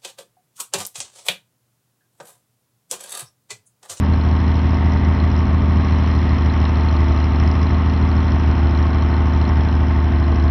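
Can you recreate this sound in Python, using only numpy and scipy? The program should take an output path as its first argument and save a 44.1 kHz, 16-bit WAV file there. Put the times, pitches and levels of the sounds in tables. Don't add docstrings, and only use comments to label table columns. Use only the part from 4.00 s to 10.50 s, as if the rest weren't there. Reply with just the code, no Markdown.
import sys
import numpy as np
from scipy import signal
from scipy.fft import rfft, irfft
from scipy.io import wavfile
from scipy.ndimage import uniform_filter1d

SR = 44100
rng = np.random.default_rng(int(sys.argv[2]) if len(sys.argv) > 2 else 0)


def generate_wav(sig):
    pcm = np.round(np.clip(np.atleast_2d(sig).T, -1, 1) * 32767).astype(np.int16)
    wavfile.write(sys.argv[1], SR, pcm)


N = 286650
TIME = np.arange(N) / SR


# (exhaust pulse angle [crank degrees], pulse level [dB], stumble [dB])
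FIRING_ORDER = [(26, -3.9, 0), (143, -5.8, -10), (246, 2.8, -13), (336, -2.9, -2), (477, -.1, -8),
                (546, -3.5, -12)]
# (multiple of the four-stroke cycle rate, rms level at MIDDLE_RPM [dB])
HARMONICS = [(2, -62), (3, -46.5), (4, -31.8), (5, -40), (6, -15.2), (7, -37.5), (8, -33.3), (9, -29.7),
             (10, -32.6), (11, -42.7), (12, -32.6), (13, -41.4), (15, -29.5), (16, -43.9), (18, -35.4),
             (19, -32.9), (20, -45.8), (21, -30.8), (22, -50.5), (24, -47.2), (25, -43), (27, -35.3),
             (30, -47), (33, -51), (34, -49.2), (36, -50.5), (40, -52), (52, -49), (56, -49), (84, -48)]
# (frequency [Hz], boost [dB per 100 rpm])
REV_EQ = [(78, -1), (170, 4.5), (205, 9.5), (250, 1), (275, -2), (350, -7), (430, -1.5), (520, -9),
          (1080, -6)]
MIDDLE_RPM = 1550

def exhaust_drone(cycle, rpm, echo_db=-2.1, echo_degrees=57, waver=.002):
    degrees, pulse_db, _ = np.transpose(FIRING_ORDER)
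    lope = from_db(0.25 * drift(8))
    out, hundreds_faster = np.zeros(N), (rpm - MIDDLE_RPM) / 100
    for multiple, db in HARMONICS:
        per_degree = -2j * np.pi * multiple / 720
        pulses = np.sum(from_db(pulse_db) * np.exp(per_degree * degrees))
        echo = from_db(echo_db) * np.exp(per_degree * echo_degrees)
        phase = np.angle(pulses / (1 + echo))
        slope_db = np.interp(multiple * MIDDLE_RPM / 120, *np.transpose(REV_EQ))
        gain = np.sqrt(2) * from_db(db + slope_db * hundreds_faster)
        wobble = 1 + waver * multiple * drift(0.76)
        out -= gain * wobble * np.cos(2 * np.pi * multiple * cycle + phase)
    return lope * out


# (frequency [Hz], width [Hz], relative level [dB])
PIPE_MODES = [(40, 22, -8), (60.5, 27, -1), (84.7, 22, 1), (138.7, 34.5, -7.5), (179.8, 53, -9),
              (232.5, 45, -7), (350, 59, -16.5)]

def burble(cycle, rebound=0.63, band_hz=(27.2, 450)):
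    kicks, cycle_index = 0, np.maximum(cycle, 0).astype(int)
    for angle, _, stumble_db in FIRING_ORDER:
        chance = rng.standard_normal(cycle_index[-1] + 1)
        burns = signal.lfilter([1], [1, rebound], chance)
        surplus = np.tanh(.5 * rms_one(burns))
        firings = strikes(cycle, np.array([angle]), stumble_db, scatter_db=1, slop_degrees=3)
        kicks = kicks + surplus[cycle_index] * firings
    rumble = resonate(kicks, PIPE_MODES)
    return rms_one(signal.sosfilt(signal.butter(2, band_hz, "band", fs=SR, output="sos"), rumble))


# (angle [crank degrees], accent [dB])
PUFF_PATTERN = [(25, -5.5), (104, -1), (180, -2.5), (258, 0), (348, -1.5), (420, -2.5), (480, -1),
                (590, -3.5), (645, 0)]
# (frequency [Hz], relative level [dB])
GAS_EQ = [(250, -7), (420, 1.5), (520, -8.5), (660, 0), (800, -1), (970, -5), (1110, 4), (1260, -9.5),
          (1400, -10.5), (1650, -8), (1900, -12.5), (2500, -17.5), (3300, -21), (5000, -36)]

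def gas_rush(cycle, steady_hiss=.2):
    degrees, db = np.transpose(PUFF_PATTERN)
    pulses = strikes(cycle, degrees, db, scatter_db=1.5, slop_degrees=3)
    puffs = bursts(pulses, rise_s=0.00092, decay_s=0.0031)
    return colour(puffs + steady_hiss * rng.standard_normal(N), GAS_EQ)


# (angle [crank degrees], accent [dB])
KNOCK_PATTERN = [(54, 0.5), (163, 1), (230, 3), (345, 2), (425, 0), (471, 0), (508, 0), (598, 0.5),
                 (684, 0)]
# (frequency [Hz], width [Hz], relative level [dB])
CASE_MODES = [(432, 56.4, -8), (506.3, 13, -10), (593, 13.9, -2), (659, 19, -1.5), (709.6, 24, -3.5),
              (813, 26, -6.5), (905, 23, -12.5), (1020, 22, -6.5), (1078, 20, -1), (1150, 197, -10),
              (1215, 38, -5), (1277, 24, -7), (1466, 24, -10.5), (1567, 14, -9), (1842, 106, -13.5),
              (1950, 120, -18), (2336, 52, -17), (2714, 13, -16.5), (3050, 35, -18.5), (3250, 17, -20.5)]
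# (time [s], case ring level [dB], cover rattle level [dB])
CLATTER_FADERS = [(0, -37.5, -52), (0.35, -36.5, -54), (0.7, -36, -44.5), (1.05, -36.5, -41.5),
                  (1.45, -35, -47), (2.1, -37, -43.5), (2.8, -36, -45.5), (3.5, -35, -44.5),
                  (4.0, -36.5, -48), (5.0, -33.5, -46), (5.6, -34, -45.5), (6.5, -37.5, -45.5)]

def valve_clatter(cycle, cover_hz=1958, cover_width_hz=360):
    degrees, db = np.transpose(KNOCK_PATTERN)
    case_db, cover_db = in_time(CLATTER_FADERS)
    knocks = strikes(cycle, degrees, db, scatter_db=2.0, slop_degrees=1.2)
    ring = hold_level(resonate(knocks, CASE_MODES), samples=10000)
    rattle = ring_band(bursts(knocks, rise_s=.0006, decay_s=.0016), cover_hz, cover_width_hz)
    return from_db(case_db) * ring + from_db(cover_db) * rattle


# (time [s], level [dB])
WHINE_FADER = [(0, -41), (0.7, -38), (1.3, -40), (2.0, -42.5), (2.9, -38.5), (4.3, -39.5), (5.2, -38),
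               (5.9, -38), (6.5, -45.5)]

def gear_whine(cycle, crank_teeth=35, mate_teeth=60, swing_radians=1.33, hz=901.7, width_hz=19):
    tooth_phase = 2 * np.pi * crank_teeth * 2 * cycle
    mesh = np.sin(tooth_phase + swing_radians * np.sin(tooth_phase / mate_teeth))
    tone = resonate(mesh, [(hz, width_hz, 0)])
    db, = in_time(WHINE_FADER)
    return from_db(db) * hold_level(tone, samples=4000)


# (frequency [Hz], width [Hz], relative level [dB])
TICK_BANDS = [(1944, 330, 0.5), (2980, 900, 0), (4123, 350, -0.5), (5353, 880, -1.95), (10450, 1100, -25.5),
              (12000, 1200, -41)]
# (angle [crank degrees], then a send into each of the six bands [dB])
TICK_PATTERN = [(80, 5.5, -7.5, -3, -2.5, -2.5, -0.5), (210, -2, 3.5, -5, 1, -0.5, 0),
                (322, 0.5, -7.5, -4.5, -7.5, -4.5, -4), (447, -3.5, -0.5, -7.5, -5.5, -4, -3),
                (565, 3.5, 3, 0, -2, -5, -1), (687, 4.5, -2, -9.5, -11.5, -6, -7)]

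def tappets(cycle, tail_db=-5.5, force_spread_db=1.5):
    degrees, *sends_db = np.transpose(TICK_PATTERN)
    out, force = 0, from_db(force_spread_db * drift(50))
    for (hz, width, db), send_db in zip(TICK_BANDS, sends_db):
        blows = force * strikes(cycle, degrees, send_db, scatter_db=1.3, slop_degrees=1.3)
        tick = bursts(blows, rise_s=0.0009, decay_s=0.0011)
        tail = from_db(tail_db) * bursts(blows, rise_s=0.006, decay_s=0.0033)
        out = out + from_db(db) * ring_band(tick + tail, hz, width)
    return rms_one(out)


# (time [s], relative peak level [dB], pitch [Hz])
TICK_CUES = [(0.2862, -28, 4200), (0.5906, -31, 4160), (0.7682, -31, 5430), (1.3635, -28, 5280),
             (2.06, -27, 4200), (2.4967, -28, 3900), (2.6512, -21, 3970), (2.7551, -28, 4100),
             (3.398, -25, 5650), (3.4748, -25, 5300), (3.6145, -29, 5250), (3.9624, -28, 4200),
             (4.1135, -27.5, 4200), (4.1649, -27, 5300), (5.49, -28, 5350)]

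def hard_ticks(decay_s=0.00043, width_hz=560):
    out, age = np.zeros(N), TIME[:SR // 20] / decay_s
    envelope = age * np.exp(-age)
    for s, db, hz in TICK_CUES:
        tick = ring_band(envelope * rng.standard_normal(len(age)), hz, width_hz)
        start = int(s * SR)
        out[start:start + len(age)] += from_db(db) * tick / np.abs(tick).max()
    return out


# (time [s], centre [Hz], level [dB])
RASP_SWEEP = [(0, 1100, -61), (1.0, 1120, -44.5), (1.7, 1130, -42.5), (2.4, 1280, -45), (3.1, 1210, -39.5),
              (3.8, 1300, -44.5), (4.4, 1450, -45.5), (4.9, 1480, -44.5), (5.6, 1500, -46.5),
              (6.5, 1570, -44.5)]

def rasp(width_hz=170):
    hz, db = in_time(RASP_SWEEP)
    grain = signal.sosfilt(signal.butter(2, width_hz / 2, fs=SR, output="sos"), rng.standard_normal(N))
    carrier = np.sin(2 * np.pi * np.cumsum(hz) / SR)
    return from_db(db) * rms_one(grain * carrier)


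# (frequency [Hz], relative level [dB])
BED_EQ = [(25, -13.5), (45, -2), (200, -0.5), (500, 2.5), (1100, 4.5), (1500, -2.5), (2000, -1), (2500, -5),
          (3100, -8), (3700, -11), (4700, -25.5), (5200, -14.5), (5900, -21.5), (6300, -36), (6950, -47),
          (7400, -70.5), (8700, -77), (10300, -51.5), (11500, -72), (15000, -91.5)]

def cooling_fan():
    return colour(rng.standard_normal(N), BED_EQ)


def from_db(db):
    return 10 ** (np.asarray(db) / 20)


def rms_one(x):
    return x / np.sqrt(np.mean(x ** 2) + 1e-20)


def hold_level(x, samples):
    return x / np.sqrt(uniform_filter1d(x ** 2, size=samples) + 1e-9)


def in_time(rows):
    s, *columns = np.transpose(rows)
    return [np.interp(TIME, s, c) for c in columns]


def drift(rate_hz):
    hz = np.arange(N // 2 + 1) * SR / N
    return rms_one(irfft(rfft(rng.standard_normal(N)) / (1 + (hz / rate_hz) ** 2), N))


def colour(x, eq):
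    hz, db = np.transpose(eq)
    log_hz = np.log(np.arange(1, N // 2 + 2) * SR / N)
    gain = from_db(np.interp(log_hz, np.log(hz), db, left=-60, right=-60))
    return rms_one(irfft(rfft(x) * gain, N))


def resonate(x, modes):
    out = 0
    for k, (hz, width, db) in enumerate(modes):
        radius = np.exp(-np.pi * width / SR)
        feedback = [1, -2 * radius * np.cos(2 * np.pi * hz / SR), radius ** 2]
        ring = signal.lfilter(np.array([1, 0, -1]) * (1 - radius ** 2) / 2, feedback, x + 1e-18)
        out = out + from_db(db) * ring * (-1) ** k
    return rms_one(out)


def ring_band(x, hz, width):
    edges = np.clip([hz - width / 2, hz + width / 2], 20, .45 * SR)
    return rms_one(signal.sosfilt(signal.butter(4, edges, "band", fs=SR, output="sos"), x + 1e-18))


def strikes(cycle, degrees, db, scatter_db, slop_degrees):
    shape = (int(cycle[-1]) + 1, len(degrees))
    angles = degrees + slop_degrees * rng.standard_normal(shape)
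    when = np.arange(shape[0])[:, None] + angles / 720
    gain = from_db(db + scatter_db * rng.standard_normal(shape))
    at = np.searchsorted(cycle, when.ravel())
    return np.bincount(at, gain.ravel() * (at > 0), N + 1)[:N]


def bursts(clicks, rise_s, decay_s):
    envelope = clicks
    for seconds in (rise_s, decay_s):
        envelope = signal.lfilter([1], [1, -np.exp(-1 / (seconds * SR))], envelope)
    return rms_one(envelope * rng.standard_normal(N))


# (time [s], crank speed [rpm])
IDLE_SPEED = [(0.0, 1619), (0.2, 1571), (0.97, 1584), (1.44, 1570), (1.81, 1590), (2.31, 1551),
              (2.83, 1546), (3.17, 1508), (3.56, 1564), (4.1, 1570), (4.7, 1524), (5.01, 1539),
              (5.77, 1531), (6.5, 1497)]
# (time [s], relative level [dB])
BAY_FADER = [(0, -1), (0.7, 0.5), (1.6, -1.2), (2.0, 1.9), (3.5, 0.8), (4.6, 0.1), (6.5, -1.2)]

def scene():
    rpm, = in_time(IDLE_SPEED)
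    bay_db, = in_time(BAY_FADER)
    cycle = np.cumsum(rpm) / (120 * SR)
    cycle = cycle + .0007 * drift(6)
    drone = exhaust_drone(cycle, rpm)
    rumble = from_db(-26.5) * burble(cycle)
    gas = from_db(-35.5) * gas_rush(cycle)
    fan = from_db(-35.5 + bay_db) * cooling_fan()
    metal = valve_clatter(cycle) + gear_whine(cycle)
    ticks = from_db(-45.5 + 1.3 * bay_db) * tappets(cycle)
    accents = from_db(-5.5) * hard_ticks()
    return (drone + rumble + gas + metal + ticks + accents + rasp() + fan)[None]


def record(dry):
    low_cut = signal.sosfilt(signal.butter(1, 4, "high", fs=SR, output="sos"), dry)
    return signal.sosfilt(signal.ellip(10, .1, 80, 15400, fs=SR, output="sos"), low_cut)


dry = scene()
out = record(dry)
generate_wav(out)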